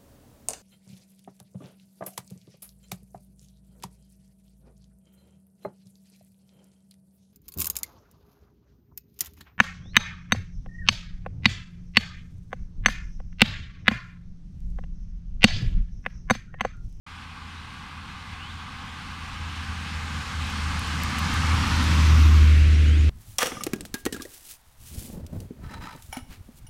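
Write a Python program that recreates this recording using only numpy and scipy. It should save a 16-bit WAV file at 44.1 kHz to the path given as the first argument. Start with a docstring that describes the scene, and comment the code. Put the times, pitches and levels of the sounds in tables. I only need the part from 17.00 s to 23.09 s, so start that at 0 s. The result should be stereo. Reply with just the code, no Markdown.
"""Hillside road: a car comes down, passes close on the left of the microphone and goes on behind it.
Tyre roar, body rumble and deep thunder are shaped noise that swells with nearness.
The exhaust is a Doppler-shifted firing tone with overtones; it booms once the tailpipe faces the microphone.
Tyre grit snaps as bright bursts with brief rings; birds whistle in gliding tones.
A faint cricket rasps in the scrub: a throbbing narrow band of noise."""
import sys
import numpy as np
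from scipy import signal
from scipy.io import wavfile
from scipy.ndimage import uniform_filter1d

SR = 44100
rng = np.random.default_rng(int(sys.argv[2]) if len(sys.argv) > 2 else 0)


def log_audio(samples):
    """Write samples as a 16-bit WAV file to the path given in sys.argv[1]."""
    # one column per channel
    frames = np.atleast_2d(samples).T
    # limit to full scale, then quantise
    limited = np.clip(frames, -1, 1)
    pcm = np.round(limited * 32767).astype(np.int16)
    wavfile.write(sys.argv[1], SR, pcm)


N = 268789

# Tyre roar, relative spectral density: freq_hz, far_ahead_db, near_ahead_db, abreast_db, just_past_db, behind_db
TYRE_SPECTRUM = [(403, -4, -9, -2.5, 2, 3.5), (544, -1.5, 5.5, 6.5, 2, 3.5), (680, -4.5, -2.5, 3, 1.5, 3.5),
                 (855, 5, 6.5, 1.5, 2, -2.5), (1085, 4.5, 4.5, 6, 8, 1.5), (1580, 1.5, 3.5, -1, -0.5, 0.5),
                 (1810, -3, 1, -0.5, -2.5, 1), (2560, -2, -0.5, -3.5, -1, 1.5),
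                 (4330, -9.5, -6, -8, -10, -6), (5840, -18, -10.5, -10.5, -9.5, -11),
                 (10010, -26.5, -20, -23.5, -25.5, -21), (11350, -36, -31.5, -28.5, -25, -27),
                 (13500, -34.5, -28, -29, -26, -31.0), (15300, -39, -39, -35.5, -39, -35.0)]
# Engine and body rumble, relative spectral density: freq_hz, ahead_db, behind_db
RUMBLE_SPECTRUM = [(30, -33, -35), (58, -2, -7), (89.6, 4, 7), (128, -0.5, -1), (158, 2, -2.5),
                   (236, 0, -1.5), (298, -6, -4), (359, -16.5, -7.5), (506, -6.5, -16.5), (1000, -56, -59)]
# Road thunder and moving air, relative spectral density: freq_hz, level_db
THUNDER_SPECTRUM = [(8, -3), (22, -8), (38, 2), (55, 4), (80, -6), (200, -54)]
# Firing rate at the car; the driver eases off in the bend, then holds the throttle: time_s, firing_hz
FIRING_RATE = [(0.1, 78.8), (2, 80.2), (3.6, 75.3), (4.4, 77.7), (5.3, 77.9)]
# Exhaust overtones, relative to the firing tone: multiple_of_firing_rate, level_db
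EXHAUST_OVERTONES = [(1.5, -37), (2, -27), (2.5, -32), (3, -30), (3.5, -42), (4, -33), (5, -46)]
# Stages of the pass (0 far ahead, 1 near ahead, 2 abreast, 3 just past, 4 behind): past_microphone_m, stage
PASS_STAGES = [(-50, -0.5), (-19.5, 1), (-7.5, 1.39), (-1.6, 2), (4, 3), (10, 4.5)]
# Phase lag of the left channel: freq_hz, ahead_rad, abreast_rad, just_past_rad, behind_rad
LEFT_LAG = [(40, 0.32, 0.18, 0.27, 0.22), (120, 0.51, 0.63, 0.53, 0.59), (277, 1.81, 1.15, 1.67, 1.64),
            (433, 2.67, 3.3, 2.53, 2.26), (630, 3.16, 3, 3.15, 3), (764, 4.27, 3.5, 3.57, 2.87),
            (965, 4.7, 4.2, 3.2, 3.1), (1170, 5.14, 4.6, 3.95, 2.8), (1700, 5.44, 4.76, 3.5, 3.8),
            (2500, 5.74, 5.1, 3.8, 4.36), (4500, 6.05, 5.8, 4.1, 3.88), (7200, 6.6, 4.1, 3.7, 4.1),
            (10500, 6.5, 5.9, 4.1, 3.4), (14000, 5.2, 3.3, 4.5, 2.78)]
# Left level minus right: freq_hz, ahead_db, abreast_db, just_past_db, behind_db
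LEFT_LEAN = [(40, -1.5, -2.1, -1.6, -1.5), (120, -1.7, -2.3, -2.0, -2.1), (280, -1.7, -3.0, -4.9, -4.1),
             (440, -4.6, -2.3, -3.4, -4.6), (600, -1.3, -2.1, -1.0, -3.5), (750, 2.3, 1.7, 0.8, -2.1),
             (950, 1.0, 5.9, 3.4, 0.0), (1200, 1.8, 6.9, 5.9, 3.3), (1700, 1.5, 8.9, 8.3, 11.1),
             (2500, 0.7, 11.9, 11.6, 7.1), (4500, 1.7, 9.1, 8.7, 3.6), (7500, 1.2, 12.0, 6.0, 3.4),
             (10500, -1.5, 0.9, 8.5, -0.4), (14000, -0.1, 2.4, 3.2, -0.9)]
# Left-right likeness, 0-1: freq_hz, ahead, abreast, just_past, behind
LIKENESS = [(40, 0.994, 0.981, 0.994, 0.999), (280, 0.956, 0.985, 0.979, 0.989),
            (600, 0.952, 0.954, 0.972, 0.971), (950, 0.921, 0.892, 0.96, 0.972),
            (1700, 0.928, 0.806, 0.822, 0.684), (4500, 0.9, 0.734, 0.601, 0.84),
            (7500, 0.878, 0.269, 0.65, 0.665), (14000, 0.527, 0.46, 0.541, 0.548)]
# Rising whistles of one bird: start_s, length_s, start_hz, end_hz, level_db
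BIRD_WHISTLES = [(.552, .058, 3550, 4300, -51), (1.378, .155, 2520, 4380, -45.5),
                 (5.841, .145, 2706, 3990, -43)]
# Thin high peeps of another: start_s, length_s, start_hz, end_hz, level_db
BIRD_PEEPS = [(5.735, .032, 5450, 5800, -45), (5.876, .022, 6550, 6850, -46),
              (5.975, 0.042, 6450, 7300, -49)]
# Quick chips of a third, off to the side: start_s, start_hz, end_hz, level_db
BIRD_CHIPS = [(1.285, 3400, 2450, -55), (1.37, 2750, 1950, -57), (1.445, 3000, 4250, -54),
              (1.583, 3450, 2550, -48), (1.622, 3450, 2450, -49), (1.663, 3350, 2300, -48)]
# Grit flicked by the tyres: start_s, level_db, ring_hz, ring_share (0-1)
GRIT_SNAPS = [(3.501, -35, 13000, .2), (3.794, -27.5, 10100, 0.57), (3.875, -37, 13000, .2),
              (4.022, -41, 14480, .5), (4.035, -21.5, 13200, 0.1), (4.047, -31, 9000, 0.6),
              (4.185, -22, 7700, 0.4), (4.191, -27, 13200, .4), (4.340, -30, 13500, .15),
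              (4.545, -35, 13500, .3), (4.677, -28.5, 8930, 0.56), (4.830, -33, 10500, .2),
              (4.840, -27, 11300, .5)]

START_S, BAND_LIMIT_HZ = 0.064, 15650
FRAME_SIZE, FRAME_HOP = 2048, 512  # samples
TIME_S = np.arange(N) / SR
FRAME_S = np.arange(N // FRAME_HOP + 2) * FRAME_HOP / SR
BIN_HZ = np.fft.rfftfreq(FRAME_SIZE, 1 / SR)
# Constant speed along a straight line past the microphone
ABREAST_S, SPEED_M_PER_S, MISS_M = 4.985, 12, 6.52
# Base levels at the nearest point, before the steps below
ROAR_DB, RUMBLE_DB, THUNDER_DB, FIRING_DB = -24, -25, -36.5, -24.5
# Level steps: extra_db, past_microphone_m, width_m
PIPE_BOOM_STEP, PIPE_RUMBLE_STEP = (14.7, 0.29, 1.5), (5.3, 10.2, 0.98)  # tailpipe points backwards
WAKE_STEP = (10.4, 3, 2.3)  # air dragged behind the car arrives late
# The bend muffles the far exhaust: level while hidden, then the place where it comes clear
HIDDEN_DB, CLEAR_M, CLEAR_WIDTH_M = -4, -31.5, 0.72
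CHIP_LENGTH_S = 0.031
WHISTLE_LAG_RAD, PEEP_LAG_RAD, CHIP_LAG_RAD = 0.99, 1.1, 3  # left channel


def amp(db):
    """Decibels to gain."""
    return 10 ** (np.asarray(db) / 20)


def evened(x):
    """Scales to rms 1."""
    return x / np.sqrt(np.mean(abs(x) ** 2) + 1e-20)


def curve(rows, at):
    """Interpolates each column of a table against its first column."""
    keys, *columns = np.transpose(rows)
    return np.array([np.interp(at, keys, column) for column in columns])


def spectrum(rows, blend=0):
    """Frames x bins from a frequency table; blend slides between columns, counted from 0."""
    hz, *columns = np.transpose(rows)
    blend = np.clip(blend * np.ones(len(FRAME_S)), 0, len(columns) - 1)[:, None]
    total = 0
    for k, column in enumerate(columns):
        weight = np.maximum(1 - abs(blend - k), 0)
        total = total + weight * np.interp(np.log(BIN_HZ + 1), np.log(hz), column)
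    return total


def to_frames(x):
    """Short-time spectra, frames x bins."""
    spectra = signal.stft(x, nperseg=FRAME_SIZE, noverlap=FRAME_SIZE - FRAME_HOP)[2]
    return spectra.T[:len(FRAME_S)]


def to_sound(frames):
    """Short-time spectra back to samples."""
    spectra = np.swapaxes(frames, -1, -2)
    return signal.istft(spectra, nperseg=FRAME_SIZE, noverlap=FRAME_SIZE - FRAME_HOP)[1][..., :N]


def drift(rate_hz):
    """Complex random fluctuation of rms 1 with a Gaussian spectrum about 0 Hz."""
    hz = np.fft.fftfreq(N, 1 / SR)
    return evened(np.fft.ifft(np.exp(-(hz / rate_hz) ** 2 + 2j * np.pi * rng.random(N))))


def frame_drift(rate_hz):
    """Real random fluctuation sampled at the frames."""
    return np.interp(FRAME_S, TIME_S, evened(drift(rate_hz).real))


def noise(colour, level_db):
    """Noise frames with the given spectral shape and level."""
    colour = colour / np.sqrt(np.mean(colour ** 2, axis=1, keepdims=True))
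    return to_frames(rng.standard_normal(N)) * colour * amp(level_db)[:, None]


def place_m(t):
    """Position past the microphone; negative while approaching."""
    return SPEED_M_PER_S * (t - ABREAST_S)


def distance_m(t):
    """Distance from car to microphone."""
    return np.hypot(place_m(t), MISS_M)


def spreading_db(t, power):
    """Distance loss relative to the nearest point; power 1 is open air."""
    return 20 * power * np.log10(MISS_M / distance_m(t))


def step_db(t, extra_db, from_m, over_m):
    """Smooth level step as the car passes a place on the road."""
    return extra_db * (1 + np.tanh((place_m(t) - from_m) / (2 * over_m))) / 2


def horn_beam_db(horn_hz=1080, horn_octaves=0.55, far_db=0, oblique_db=1.8, side_db=-1.0):
    """Horn resonance between tread and road, its gain set by the viewing angle."""
    side_on = (MISS_M / distance_m(FRAME_S)) ** 2
    beam_db = np.interp(side_on, [0, 0.5, 1], [far_db, oblique_db, side_db])[:, None]
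    return beam_db * np.exp(-(np.log2((BIN_HZ + 1) / horn_hz) / horn_octaves) ** 2)


def ground_comb(stage, echo=0.34, echo_s=0.00217, echo_top_hz=2500):
    """Ground echo interferes with the direct sound and cuts comb notches."""
    nearness = np.clip(stage - 1, 0, 1)[:, None] ** 2
    delay_s = echo_s * (1 - 0.22 * nearness)  # the comb slides up as the car draws level
    depth = echo * (1 - 0.5 * nearness) * np.exp(-(BIN_HZ / echo_top_hz) ** 2)
    return abs(1 - depth * np.exp(-2j * np.pi * BIN_HZ * delay_s))


def tyres(stage, low_hz=350, grain_db=0.42, grain_hz=31, patchy_db=0.9, power=0.96):
    """Tread roar: noise through horn and ground comb, roughened by uneven asphalt."""
    shadow_db = step_db(FRAME_S, extra_db=-2.5, from_m=10, over_m=1.8)
    level_db = ROAR_DB + spreading_db(FRAME_S, power) + shadow_db
    comb = ground_comb(stage)
    patches = uniform_filter1d(rng.standard_normal(comb.shape), size=9, axis=0)
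    patches = evened(uniform_filter1d(patches, size=22, axis=1))
    low_cut = BIN_HZ ** 2 / np.sqrt(BIN_HZ ** 4 + low_hz ** 4)
    colour = amp(spectrum(TYRE_SPECTRUM, stage) + patchy_db * patches) * comb * low_cut
    return amp(horn_beam_db()) * noise(colour, level_db + grain_db * frame_drift(grain_hz))


def body_rumble(stage, power=1.13, lead_s=0.11):
    """Low engine and body noise; the engine in front makes it lead the car."""
    level_db = RUMBLE_DB + spreading_db(FRAME_S + lead_s, power) + step_db(FRAME_S, *PIPE_RUMBLE_STEP)
    return noise(amp(spectrum(RUMBLE_SPECTRUM, (stage - 1) / 2)), level_db)


def road_thunder(power=0.79, gust_db=1.5, gust_hz=5):
    """Deep gusty noise of road and moving air, raised by the late wake."""
    level_db = THUNDER_DB + spreading_db(FRAME_S, power) + step_db(FRAME_S, *WAKE_STEP)
    return noise(amp(spectrum(THUNDER_SPECTRUM)), level_db + gust_db * frame_drift(gust_hz))


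def rolling(stage):
    """Frames of all the car's noise, freshly drawn at each call."""
    return tyres(stage) + body_rumble(stage) + road_thunder()


def exhaust(far_scatter=0.5, near_scatter=0.061, overtone_scatter=0.68, flutter_hz=8, power=0.91):
    """Doppler-shifted firing pulses as tones; random flutter of the firing tone is deeper far ahead."""
    receding_m_per_s = SPEED_M_PER_S * place_m(TIME_S) / distance_m(TIME_S)
    doppler = 343 / (343 + receding_m_per_s)  # speed of sound in m/s
    phase_rad = 2 * np.pi * np.cumsum(curve(FIRING_RATE, TIME_S)[0] * doppler) / SR
    stage = curve(PASS_STAGES, place_m(TIME_S))[0]
    scatter = np.interp(stage, [1, 2], [far_scatter, near_scatter])
    tone = np.exp(1j * phase_rad) * (1 + scatter * drift(flutter_hz)) / np.hypot(1, scatter)
    for multiple, db in EXHAUST_OVERTONES:
        flutter = 1 + overtone_scatter * drift(flutter_hz)
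        tone = tone + amp(db) * np.exp(1j * phase_rad * multiple) * flutter
    hidden_db = HIDDEN_DB - step_db(TIME_S, HIDDEN_DB, CLEAR_M, CLEAR_WIDTH_M)
    level_db = FIRING_DB + spreading_db(TIME_S, power) + hidden_db + step_db(TIME_S, *PIPE_BOOM_STEP)
    return to_frames(np.sqrt(2) * tone.real * amp(level_db))


def microphone(direct, scattered, stage):
    """Bearing sets phase and level per channel; scattered sound enters the two with opposite sign."""
    bearing = stage - 1
    same = np.clip(spectrum(LIKENESS, bearing), 0, 1)
    shared = np.sqrt((1 + same) / 2) * direct
    apart = np.sqrt((1 - same) / 2) * scattered
    lean = amp(spectrum(LEFT_LEAN, bearing))
    left = (shared + apart) * lean * np.exp(-1j * spectrum(LEFT_LAG, bearing))
    right = shared - apart
    return to_sound(np.array([left, right]) * np.sqrt(2 / (1 + lean ** 2)))


def cricket(hz=8780, width_hz=150, chirps_per_s=8.7, throb=0.45, level_db=-74):
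    """Thin, high rasp: narrow-band noise with a regular throb."""
    chirps = 1 - throb * np.cos(np.pi * chirps_per_s * TIME_S) ** 2
    rasp = (drift(width_hz) * np.exp(2j * np.pi * hz * TIME_S)).real
    return amp(level_db) * evened(chirps * rasp)


def add(mix, start_s, sound):
    """Mixes in a stereo sound."""
    part = mix[:, round(start_s * SR):][:, :sound.shape[1]]
    part += sound[:, :part.shape[1]]


def note(length_s, start_hz, end_hz, level_db, lag_rad, bend=0.1007, waver=0.0055, right_db=2):
    """Bird note: a gliding, slightly wavering tone; rising ones linger in mid-glide."""
    u = np.linspace(0, 1, round(length_s * SR))
    glide = u ** 1.6 + bend * np.sin(2 * np.pi * u) * (end_hz > start_hz)
    wavering = 1 + waver * evened(drift(150).real)[:len(u)]
    hz = start_hz * (end_hz / start_hz) ** glide * wavering
    tone = np.sin(2 * np.pi * np.cumsum(hz) / SR - np.array([[lag_rad], [0]]))
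    return amp(level_db) * amp([[0], [right_db]]) * signal.windows.tukey(len(u), 0.3) * tone


def birds(echo_db=-11, echo_decay_s=0.036):
    """Whistles, peeps and chips from the scrub, with a short diffuse echo off the slope."""
    calls = np.zeros((2, N))
    for start_s, *shape in BIRD_WHISTLES:
        add(calls, start_s, note(*shape, WHISTLE_LAG_RAD))
    for start_s, *shape in BIRD_PEEPS:
        add(calls, start_s, note(*shape, PEEP_LAG_RAD))
    for start_s, *shape in BIRD_CHIPS:
        add(calls, start_s, note(CHIP_LENGTH_S, *shape, CHIP_LAG_RAD))
    t = np.arange(SR // 3) / SR
    tail = rng.standard_normal((2, len(t))) * np.exp(-t / echo_decay_s)
    tail = tail / np.linalg.norm(tail[0])
    return calls + amp(echo_db) * signal.fftconvolve(calls, tail, axes=1)[:, :N]


def grit(crack_decay_s=0.0012, ring_decay_s=0.0019, low_hz=3800, top_hz=14600, apart=0.6):
    """Small stones snap from under the tread: a bright noise crack and a brief ring."""
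    out = np.zeros((2, N))
    t = np.arange(SR // 20) / SR
    bright = signal.butter(2, [low_hz, top_hz], "band", fs=SR, output="sos")
    for start_s, level_db, ring_hz, ring_share in GRIT_SNAPS:
        burst = rng.standard_normal(len(t)) + apart * rng.standard_normal((2, len(t)))
        crack = signal.sosfilt(bright, burst * np.exp(-t / crack_decay_s))
        cycles = ring_hz * t + 0.21 * rng.random((2, 1))
        ring = np.sin(2 * np.pi * cycles) * np.exp(-t / ring_decay_s)
        add(out, start_s, amp(level_db) * ((1 - ring_share) * crack + ring_share * ring))
    return out


def scene():
    """Car at the stereo microphone, plus cricket, birds and grit."""
    stage = curve(PASS_STAGES, place_m(FRAME_S))[0]
    direct = rolling(stage) + exhaust()
    scattered = rolling(stage)
    return microphone(direct, scattered, stage) + cricket() + birds() + grit()


def record(dry):
    """Silence, a 2 ms fade-in, then the band limit."""
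    fade_in = np.clip((TIME_S - START_S) / 0.002, 0, 1)
    low_pass = signal.firwin(511, BAND_LIMIT_HZ, window=("kaiser", 9), fs=SR)
    return signal.oaconvolve(dry * fade_in, low_pass[None], "same")


dry = scene()
out = record(dry)
log_audio(out)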